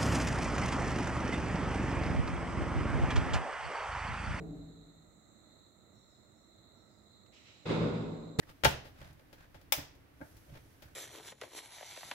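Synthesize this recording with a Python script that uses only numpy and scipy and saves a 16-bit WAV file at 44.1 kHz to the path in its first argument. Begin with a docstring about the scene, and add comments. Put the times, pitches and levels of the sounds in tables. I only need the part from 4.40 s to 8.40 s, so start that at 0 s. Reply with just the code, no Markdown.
"""In a bare concrete stairwell, insects drone outside the window from start to finish: a low chorus
swells in waves over a steady high one. First a dull thump sets the stairwell ringing and dies away.
A faint bird chirps five times, then come a tiny click and two scuffs. Just after three seconds
a heavy rattling thud, like a door, booms through the stairwell. A sharp, nearer knock comes last."""
import sys
import numpy as np
from scipy import signal
from scipy.fft import rfft, irfft, next_fast_len
from scipy.io import wavfile
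from scipy.ndimage import map_coordinates

SR = 44100
rng = np.random.default_rng(int(sys.argv[2]) if len(sys.argv) > 2 else 0)


def master(y):
    """Save y as 16-bit WAV."""
    cut = np.clip(np.atleast_2d(y).T, -1, 1)
    pcm = np.round(cut * 32767)  # scale
    wavfile.write(sys.argv[1], SR, pcm.astype(np.int16))


N = 176400
RING = 70000  # samples for one hit to die away
T = np.arange(RING) / SR  # seconds since a hit

# The stairwell's own tones. Each row: pitch in Hz, level in dB for the thump, level in dB for the thud,
# fade time in seconds. A fade time is how long a sound takes to drop by 60 dB.
ROOM_TONES = [(45, -9, -20, 1.56), (110.3, -43, -7, 1.1), (160.6, 0.5, -3, 1.49), (176.1, -15, -9, 1.24),
              (222.4, -23, -10, 1.3), (287, -6.5, -15.5, 1.7), (324.5, -9, -10, 0.64),
              (408.7, -26, -8.5, 0.57), (447, -7.5, -11, 0.46), (481.6, -33, -8.5, 1.02),
              (570.6, -18, -14.5, 0.81), (767, -23.5, -22, 1.3), (889, -40, -20, 0.92),
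              (1047, -43, -20.5, 0.56), (1452, -51, -24.5, 0.85), (2554, -51, -25, 0.5),
              (3680, -53, -27, 0.68)]
# How long echoes last. Each row: frequency in Hz, fade time in seconds.
ECHO_FADE = [(60, 1.46), (250, 1.58), (700, 1.6), (1300, 1.3), (2400, 0.96), (5000, 1.08), (10000, 0.82)]
# How alike the echoes are in both ears. Each row: frequency in Hz, likeness (1 same, 0 unrelated).
ROOM_LIKENESS = [(60, 1), (140, 0.73), (300, .5), (640, 0.14), (1400, -.05), (6000, -0.011)]


def thuds():
    """The dull thump and the heavy thud each ring the same stairwell with a few quick hits."""
    # Each row: start in seconds, level in dB, treble boost in dB.
    thump_hits = [(0.001, -42.5, -12), (0.14, -62.5, 7)]
    thud_hits = [(3.254, -40, 9.5), (3.288, -31.5, 2), (3.36, -37, -10.5), (3.403, -34, -2.5),
                 (3.528, -44.5, 0.5), (3.635, -42.5, -24)]
    # Each row: frequency in Hz, relative strength in dB.
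    thump_colour = [(24, -38), (45, -6), (65, -7.5), (110, -9), (165, -5), (220, -12.5), (295, 0.5),
                    (360, -17), (435, -6), (540, -25), (640, -12), (770, -18.5), (950, -25.5),
                    (1700, -27.5), (4000, -47), (12000, -46.5)]
    thud_colour = [(26, -59), (45, -19.5), (58, -20.5), (75, -17), (92, -19), (112, -11), (132, -7.5),
                   (170, -8), (270, -6), (500, -10), (640, -16), (800, -23.5), (900, -19), (1400, -21.5),
                   (1550, -26.5), (1850, -29.5), (2100, -24), (2600, -27.5), (3150, -33), (3400, -28),
                   (3800, -25.5), (4250, -33.5), (4480, -39), (4800, -34), (5200, -40), (5700, -44.5),
                   (7500, -45), (10000, -63), (15000, -67)]
    _, thump_db, thud_db, _ = np.transpose(ROOM_TONES)
    thump = ring_stairwell(thump_hits, thump_colour, thump_db)
    return thump + ring_stairwell(thud_hits, thud_colour, thud_db)


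def ring_stairwell(hits, colour, tone_levels_db):
    """Each hit fills the stairwell with echoes and feeds energy into its ringing tones."""
    # Each row: frequency in Hz, dB louder on the left.
    balance = [(100, 3.5), (380, 0), (1000, -4.5), (4400, -1.5), (12000, 1)]
    build_s, beat_hz = 0.0066, 7.63
    out, feed, first = np.zeros((2, N)), np.zeros(RING), hits[0][0]
    for start, db, treble_db in hits:
        wash = echoes(colour, balance, hold_s=0, treble_db=treble_db, treble_from_hz=850)
        add(out, start, amp(db - 0.5) * (1 - np.exp(-T / build_s)) * wash)
        t = T - (start - first)
        feed += amp(2 * db) * (t >= 0) * np.exp(-np.abs(t) / build_s) / (build_s * SR)
    for (hz, _, _, fade_s), db in zip(ROOM_TONES, tone_levels_db):
        phase, apart = rng.random(2)
        kept_per_sample = amp(-60 / (fade_s * SR)) ** 2
        energy = signal.lfilter([1], [1, -kept_per_sample], feed)
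        cycles = hz * T + phase
        # A weaker tone just above makes each tone pulse.
        neighbour = amp(-8) * np.sin(2 * np.pi * (cycles + beat_hz * (0.5 + apart) * T))
        pair = unit(np.sin(2 * np.pi * cycles) + neighbour)
        add(out, first, amp(db - 1.5) * np.sqrt(energy) * pair)
    return out


def knock():
    """Two near, bright hits, so close together that they sound like one."""
    # Each row: start in seconds, level in dB.
    hits = [(3.987, -25.5), (3.993, -19)]
    # Each row: frequency in Hz, relative strength in dB.
    colour = [(30, -35), (70, -27), (150, 11), (260, -2), (420, 2.5), (700, -9.5), (950, -11.5),
              (1400, -17), (2050, -11.5), (2800, -19), (3800, -14), (5500, -24), (8000, -24.5),
              (11000, -30.5), (15000, -36)]
    # Each row: frequency in Hz, dB louder on the left.
    balance = [(200, 0), (400, -5), (1300, 11), (2400, -6.5), (4400, 10.5), (8000, 14.5), (14000, 4)]
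    rise_s, fade_s = 0.0018, 0.62
    out = np.zeros((2, N))
    for start, db in hits:
        loudness = amp(db - 60 * T / fade_s) * (1 - np.exp(-T / rise_s))
        add(out, start, loudness * noise(colour, ROOM_LIKENESS, balance, size=RING))
    return out


def scuffs():
    """Soft sliding strokes that linger in the stairwell."""
    # Each row: start in seconds, level in dB, treble boost in dB.
    strokes = [(2.92, -61, 2.5), (3.046, -58.5, -3.5)]
    # Each row: frequency in Hz, relative strength in dB.
    colour = [(60, -28), (130, -8), (200, -15), (400, -17), (800, -8.5), (1600, -8), (2100, 0.5),
              (2900, 3.5), (3700, -3), (4700, -5.5), (5900, -5.5), (8000, -18.5), (11000, -33),
              (15000, -34.5)]
    rise_s = 0.017
    out = np.zeros((2, N))
    for start, db, treble_db in strokes:
        rub = echoes(colour, [(3000, -3)], hold_s=0.02, treble_db=treble_db, treble_from_hz=5000)
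        add(out, start, amp(db) * (1 - np.exp(-T / rise_s)) * rub)
    return out


def click():
    """A tiny click on the right, with no echo."""
    start_s, level_db, fade_s = 2.863, -65, 0.032
    t = np.maximum(np.arange(N) / SR - start_s, 0)
    snap = noise([(1500, 2), (4000, 3), (9000, -16), (15000, -15)], ROOM_LIKENESS, [(3000, -9)])
    return (t > 0) * amp(level_db - 60 * t / fade_s) * snap


def bird():
    """Faint, buzzy falling chirps from the right, blurred by the walls."""
    # Each row: start in seconds, starting pitch in Hz, level in dB.
    chirps = [(1.521, 5800, -74), (1.662, 5340, -76), (1.931, 5680, -78), (2.33, 5740, -76),
              (2.46, 5070, -75)]
    length_s, fall_hz_per_s = 0.077, 3000
    trill_hz, trills_per_s = 220, 85
    t = T[T < length_s]
    out = np.zeros((2, N))
    for start, hz, db in chirps:
        pitch = hz - fall_hz_per_s * t + trill_hz * np.sin(2 * np.pi * trills_per_s * t)
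        note = np.sin(np.pi * t / length_s) * np.sin(2 * np.pi * np.cumsum(pitch) / SR)
        echo = rng.standard_normal((2, SR // 2)) * amp(-60 * T[:SR // 2] / value_at(ECHO_FADE, hz))
        echo /= np.linalg.norm(echo[0])
        add(out, start, amp(db) * signal.fftconvolve(note[None], echo, axes=1))
    return out * amp([[-2], [2]])


def insects():
    """Many insects blend into a low rasp that swells in waves and a steady high drone."""
    # Each row: frequency in Hz, relative strength in dB.
    low_colour = [(2800, -50), (3250, -24.5), (3550, -7.5), (3820, 3), (4000, 2.5), (4190, 2),
                  (4330, -20.5), (4700, -21.5), (5500, -73)]
    high_colour = [(5000, -35), (6000, -20), (6350, -9), (6750, -8.5), (7050, -4.5), (7520, 0), (7700, -7),
                   (7980, -11), (8150, -20.5), (8850, -20.5), (9200, -44)]
    # Each row: middle of a wave in seconds, half its length in seconds, rise in dB.
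    waves = [(0.387, 0.29, 6), (1.154, .2, 6.5), (1.707, 0.17, 4.5), (2.26, 0.2, 6), (2.756, 0.12, 5.5),
             (3.292, 0.4, 6), (3.865, 0.17, 8)]
    t = np.arange(N) / SR
    swell_db = sum(db * np.exp(-((t - middle) / half) ** 2) for middle, half, db in waves)
    rasp = unit(amp(wobble(per_s=99)) * noise(low_colour, [(4000, 0.039)], [(4000, -4)]))
    drone = amp(-74 + 1.1 * wobble(per_s=3)) * noise(high_colour, [(7000, -0.04)], [(7000, -2)])
    return amp(-73.5 + swell_db) * rasp + drone


def air():
    """Distant outdoor rumble from the window on the right, and a thin hiss."""
    # Each row: frequency in Hz, relative strength in dB.
    rumble_colour = [(20, -29), (35, -13.5), (60, -2), (110, 1), (160, -6), (215, 0), (260, -6.5),
                     (320, -3), (400, -10), (500, -11.5), (630, -9), (800, -16.5), (1050, -20.5),
                     (1310, -15), (1500, -23), (1700, -25.5), (1980, -19), (2400, -29), (3100, -35.5),
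                     (4500, -76)]
    hiss_colour = [(1000, -13.5), (3000, -0.5), (5500, -5), (8000, -5.5), (9300, 0), (12000, 3), (15500, 4)]
    # Each row: frequency in Hz, dB louder on the left (negative means right).
    balance = [(60, -2.5), (250, -8), (700, -9.5), (1300, -13), (2000, -10.5), (2800, -0.5)]
    likeness = [(80, 0.4), (400, 0.61), (2000, 0.11)]
    rumble = amp(-63.5 + 0.78 * wobble(per_s=6)) * noise(rumble_colour, likeness, balance)
    hiss = amp(-82) * noise(hiss_colour, [(5000, 0)], [(3000, 7), (5500, -6.5), (9000, 1.5)])
    return rumble + hiss


def echoes(colour, balance, hold_s, treble_db, treble_from_hz):
    """A blur of echoes that holds, then fades at the stairwell's speed for each frequency."""
    hz, t, slices = signal.stft(noise(colour, ROOM_LIKENESS, balance, size=RING), SR, nperseg=512)
    hz = hz[:, None]
    fade_db = -60 * np.maximum(t - hold_s, 0) / value_at(ECHO_FADE, hz)
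    bright_db = treble_db * hz ** 2 / (hz ** 2 + treble_from_hz ** 2)
    return signal.istft(slices * amp(fade_db + bright_db), SR, nperseg=512)[1][:, :RING]


def noise(colour, likeness, balance, size=N):
    """Stereo noise shaped by three tables over frequency: strength, ear likeness and lean to the left."""
    hz = np.fft.rfftfreq(size, 1 / SR)
    width = np.arccos(np.clip(value_at(likeness, hz), -1, 1)) / 2
    shaped = rfft(rng.standard_normal((2, size))) * amp(value_at(colour, hz))
    mid, side = shaped * [np.cos(width), np.sin(width)]
    lean = amp(value_at(balance, hz) / 2)
    return unit(irfft(np.array([(mid + side) * lean, (mid - side) / lean]), size))


def wobble(per_s):
    """A smooth curve through per_s random points a second."""
    return map_coordinates(rng.standard_normal(2000), [np.arange(N) * per_s / SR], mode="wrap")


def value_at(table, hz):
    """Read a table at any frequency, sliding between its rows."""
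    row_hz, values = np.transpose(table)
    return np.interp(np.log(hz + 1), np.log(row_hz + 1), values)


def amp(db):
    """Turn decibels into a multiplier."""
    return 10 ** (np.asarray(db) / 20)


def unit(x):
    """Scale x to an average power of 1."""
    return x / np.sqrt(np.mean(x ** 2) + 1e-20)


def add(out, start_s, x):
    """Mix x into out, beginning at start_s."""
    start = int(round(start_s * SR))
    part = x[..., :N - start]
    out[:, start:start + part.shape[-1]] += part


def scene():
    """Everything heard from the stairs."""
    return thuds() + knock() + click() + scuffs() + bird() + insects() + air()


def record(dry):
    """Cut away the very highest treble."""
    top_hz, edge_hz = 15900, 250
    size = next_fast_len(N + 8192)
    hz = np.fft.rfftfreq(size, 1 / SR)
    let_through = 0.5 - 0.5 * np.tanh((hz - top_hz) / edge_hz)
    return irfft(rfft(dry, size) * let_through, size)[..., :N]


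dry = scene()
out = record(dry)
master(out)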